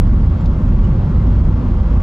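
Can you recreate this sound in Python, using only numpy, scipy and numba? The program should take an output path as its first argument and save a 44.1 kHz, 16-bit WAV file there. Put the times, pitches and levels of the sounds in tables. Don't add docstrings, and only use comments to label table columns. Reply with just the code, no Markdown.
import sys
import numpy as np
from scipy import signal
from scipy.fft import rfft, irfft
from scipy.io import wavfile
from scipy.ndimage import uniform_filter1d
from numba import njit

SR = 44100
rng = np.random.default_rng(int(sys.argv[2]) if len(sys.argv) > 2 else 0)


def wav_record(signal):
    frames = np.transpose(np.atleast_2d(signal))
    bounded = np.clip(frames, -1, 1)
    quanta = np.round(bounded * 32767).astype(np.int16)
    wavfile.write(sys.argv[1], SR, quanta)


def linear_from_db(decibels):
    return 10 ** (np.asarray(decibels, float) / 20)


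N = 89214

# [t/s, peak/dB]
DIPS = [
    (-.004, -7),
    (2.024, -3.5),
]
# [t/s, firing rate f/Hz, level/dB]
FIRING = [(0.0, 34.27, -10), (0.3, 34.33, -17.5), (0.34, 33.98, -39.5), (0.46, 35.66, -15),
          (0.52, 35.69, -35.5), (0.66, 35.72, -17), (0.98, 33.89, -18.5), (1.06, 31.1, -27),
          (1.14, 31.81, -16), (1.3, 33.52, -18), (1.32, 32.99, -30.5), (1.48, 32.96, -12),
          (1.62, 35.67, -30), (1.69, 35.68, -17.5), (1.79, 33.74, -13.5), (1.84, 32.96, -14),
          (1.95, 37.63, -38), (2.02, 39.05, -8)]
# [f/Hz, width/Hz, level/dB]
BOOM_MODES = [(34.17, 13, 2), (57.3, 9.9, -1.5), (91.1, 26, -1), (118.8, 13, -8), (159.2, 66, -3.5),
              (247.4, 11, -18.5)]
# [t/s, f/Hz, level/dB]
CABIN_AIR = [(0.0, 57.3, -3), (0.02, 52.6, -24), (0.15, 55.8, -12.5), (0.16, 56.7, -24.5),
             (0.31, 60.8, -11), (0.33, 60.2, -22), (0.55, 55.35, -15), (0.58, 53.4, -29),
             (0.61, 54.23, -17), (0.94, 54.8, -19), (1.17, 52, -17.5), (1.18, 53.8, -16),
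             (1.31, 53.63, -14.5), (1.38, 56.7, -11), (1.4, 56.28, -19.5), (1.65, 56.63, -22.5),
             (1.91, 54.7, -14), (2.02, 45, -14.5)]
# [t/s, f/Hz, level/dB]
FLOOR_PAN = [(0.0, 87.06, -18), (0.15, 73.3, -19), (0.25, 87.46, -16), (0.31, 81.6, -14),
             (0.39, 94.2, -20.5), (0.46, 93.8, -22.5), (0.51, 82.22, -25.5), (0.65, 85.92, -20.5),
             (0.74, 77.2, -24.5), (0.81, 85.56, -27.5), (0.91, 76.2, -19), (1.22, 88.11, -21.5),
             (1.27, 97.97, -22), (1.51, 88.57, -19), (1.75, 92.44, -22.5), (1.81, 77.9, -16.5),
             (1.88, 75.1, -19.5), (2.02, 87.5, -18.5)]
# [f/Hz, density/dB per Hz]
RUMBLE_SPECTRUM = [(9, -25), (30, -4), (46, -5), (65, -4.5), (236, -15.5), (350, -23.5), (500, -33),
                   (900, -70.5)]
# [t/s, level/dB]
ROUGHNESS = [
    (0.1, -27),
    (0.804, -26.5),
    (1.644, -26),
    (1.666, -23.5),
    (1.83, -30),
    (1.95, -27),
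]
# [f/Hz, density/dB per Hz]
ROAR_SPECTRUM = [(240, -30), (400, -7), (594, -0.5), (686, -6.5), (1120, -6), (1850, -19.5), (7000, -40),
                 (16000, -39)]
# [f/Hz, width/Hz, lift/dB]
PANELS = [(218.4, 49, 2), (350, 40, 5.5), (497, 40, 6.5), (663, 27, -1.5), (750, 18, 2.5), (877, 90, 4),
          (1124, 12, 7), (1379, 11, 7.5), (2050, 82, 3), (2800, 80, 3), (3254, 42, 8), (4870, 2500, 2.5)]
# [t/s, peak/dB, ring f/Hz, width/share of f]
TICKS = [(.075, -51, 10500, .4), (.401, -51, 10500, .3), (.405, -48, 4600, .2), (.406, -53, 7300, .04),
         (.4565, -45, 2600, .3), (.4565, -42, 3600, .15), (.4565, -43, 4900, .2), (.457, -49, 6500, .25),
         (.457, -46, 10500, .3), (.457, -42, 14000, .3), (.6873, -49, 2600, .2), (.8415, -42, 2950, .04),
         (.842, -53, 7300, .05), (.842, -55, 6500, .05), (.848, -51, 4500, .15), (.862, -50, 11000, .3),
         (.862, -45, 14300, .15), (1.295, -48, 2700, .2), (1.29, -44, 14000, .3), (1.305, -45, 13500, .3)]
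# [f/Hz, level/dB]
PORT_LEVEL = [(60, -.6), (110, -.55), (200, 0), (380, .6), (700, 2), (1290, 2.4), (2380, 1.3), (4400, 0),
              (8120, 2)]
# [f/Hz, phase/rad]
PORT_PHASE = [(300, 0), (700, -0.58), (1380, -0.94), (1800, -.4), (3400, -0.6), (5000, 0.83), (9000, 0.28)]
# [f/Hz, level/dB re common sound]
DIFFUSE = [(40, -29.5), (200, -24.5), (400, -14.5), (800, -29.5), (1500, -3), (4000, -8.5), (12000, -6.5)]
# [f/Hz, level/dB]
MIC_COLOUR = [(7000, 0), (7300, -1), (8400, -10), (9800, -7.5), (10500, -17), (12600, -23), (13100, -29),
              (15600, -36)]

LEAD = 4096
M = N + 2 * LEAD
T_S = (np.arange(M) - LEAD) / SR
HZ = np.maximum(np.fft.rfftfreq(M, 1 / SR), 1)

DIP_HZ, DIP_S = 31, 0.005
JITTER_FIRINGS, SCATTER_DB, MUFFLE_HZ, ENGINE_DB = .07, 3.5, 397, -23
WAVER_SHARE, WAVER_RATE_HZ = .012, 8.04
ROAD_DB, ROAR_DB = 12, -35.5
TICK_T60_S, TICK_RISE_S = .036, .0004
CEILING_DB, RATIO, ATTACK_S, RELEASE_S = -5.5, 7, 0.00051, 0.019


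def level(x, db):
    return x * linear_from_db(db) / np.sqrt(np.mean(x ** 2))


def curve(table, column):
    rows = np.array(table)
    return np.interp(T_S, rows[:, 0], rows[:, column])


def shape(table):
    rows = np.array(table)
    return np.interp(np.log(HZ), np.log(rows[:, 0]), rows[:, 1])


def ring(hz, width_hz):
    return 1 / (1 + 1j * (HZ / hz - hz / HZ) * hz / width_hz)


def walk(rate_hz):
    hold = int(SR / rate_hz)
    steps = rng.standard_normal(M // 100 + 1)[:M // hold + 1]
    slewed = uniform_filter1d(np.repeat(steps, hold), hold)
    return 1.3 * uniform_filter1d(slewed, hold)[:M]


def breathing_noise(gain, lo_hz, hi_hz, swell_db, flicker_db, flicker_hz):
    spectrum = rfft(rng.standard_normal(M)) * gain
    swell = walk(3.5)
    band_position = 2 * np.log2(HZ / lo_hz)
    out = np.zeros(M)
    for k in range(int(2 * np.log2(hi_hz / lo_hz)) + 2):
        band = irfft(spectrum * np.clip(1 - abs(band_position - k), 0, 1), M)
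        out += band * linear_from_db(swell_db * swell + flicker_db * walk(flicker_hz))
    return out


def dips():
    out = np.zeros(M)
    for s, db in DIPS:
        age_s = T_S - s
        out -= linear_from_db(db) * np.cos(2 * np.pi * DIP_HZ * age_s) * np.exp(-.5 * (age_s / DIP_S) ** 2)
    return out


def engine():
    firings = np.cumsum(curve(FIRING, 1)) / SR
    chance = rng.standard_normal((200, 2))
    at = np.searchsorted(firings, np.arange(200) + JITTER_FIRINGS * chance[:, 0])
    pulses = np.zeros(M + 1)
    pulses[at] = linear_from_db(SCATTER_DB * chance[:, 1])
    body = sum((-1) ** k * linear_from_db(db) * ring(f, w) ** 2 for k, (f, w, db) in enumerate(BOOM_MODES))
    muffle = 1 / (1 + 1j * HZ / MUFFLE_HZ) ** 2
    return level(irfft(rfft(pulses[:M]) * body * muffle, M), ENGINE_DB)


def drone():
    out = np.zeros(M)
    for tone in (FIRING, CABIN_AIR, FLOOR_PAN):
        pitch_hz = curve(tone, 1) * (1 + WAVER_SHARE * walk(WAVER_RATE_HZ))
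        wave = np.sin(2 * np.pi * np.cumsum(pitch_hz) / SR)
        out += np.sqrt(2) * linear_from_db(curve(tone, 2)) * wave
    return out


def road():
    lift = 1 + sum(0.68 * abs(ring(f, w)) ** 2 for f, w, _ in BOOM_MODES + PANELS[:2])
    rumble = breathing_noise(linear_from_db(shape(RUMBLE_SPECTRUM)) * lift, 8.5, 700,
                             swell_db=.2, flicker_db=.97, flicker_hz=4.6)
    return level(rumble, ROAD_DB) * linear_from_db(curve(ROUGHNESS, 1))


def roar():
    lift_db = sum(db * abs(ring(f, w)) ** 2 for f, w, db in PANELS)
    hiss = breathing_noise(linear_from_db(shape(ROAR_SPECTRUM) + lift_db), 524, 16000,
                           swell_db=.3, flicker_db=.8, flicker_hz=22)
    return level(hiss, ROAR_DB)


def ticks():
    out = np.zeros(M)
    for s, db, hz, share in TICKS:
        age_s = np.clip(T_S - s, 0, 1)
        envelope = (1 - np.exp(-age_s / TICK_RISE_S)) * 1000. 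** (-age_s / TICK_T60_S)
        grit = rng.standard_normal(M) * envelope
        tick = irfft(rfft(grit) * ring(hz, share * hz) ** 2, M)
        out += linear_from_db(db) * tick / np.abs(tick).max()
    return out


def scene():
    common = rfft(dips() + engine() + drone() + road() + roar() + ticks()) * linear_from_db(shape(MIC_COLOUR))
    unrelated = rfft(road() + roar()) * linear_from_db(shape(DIFFUSE) + shape(MIC_COLOUR))
    port = linear_from_db(shape(PORT_LEVEL) / 2) * np.exp(.5j * shape(PORT_PHASE))
    left = irfft((common + unrelated) * port, M)
    right = irfft((common - unrelated) / port, M)
    return np.array([left, right])[:, LEAD:LEAD + N]


@njit
def follow(x, attack, release):
    e, out = .2, np.empty(len(x))
    for i in range(len(x)):
        e += (x[i] - e) * (attack if x[i] > e else release)
        out[i] = e
    return out


def limiter(x):
    envelope = follow(np.abs(x).max(axis=0), 1 / (ATTACK_S * SR), 1 / (RELEASE_S * SR))
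    gain = np.minimum(linear_from_db(CEILING_DB) / envelope, 1) ** (1 - 1 / RATIO)
    return x * uniform_filter1d(gain, size=128)


def low_pass(x):
    return signal.sosfilt(signal.butter(12, 15710, fs=SR, output="sos"), x)


def record(dry):
    mix = limiter(dry)
    return low_pass(mix)


dry = scene()
out = record(dry)
wav_record(out)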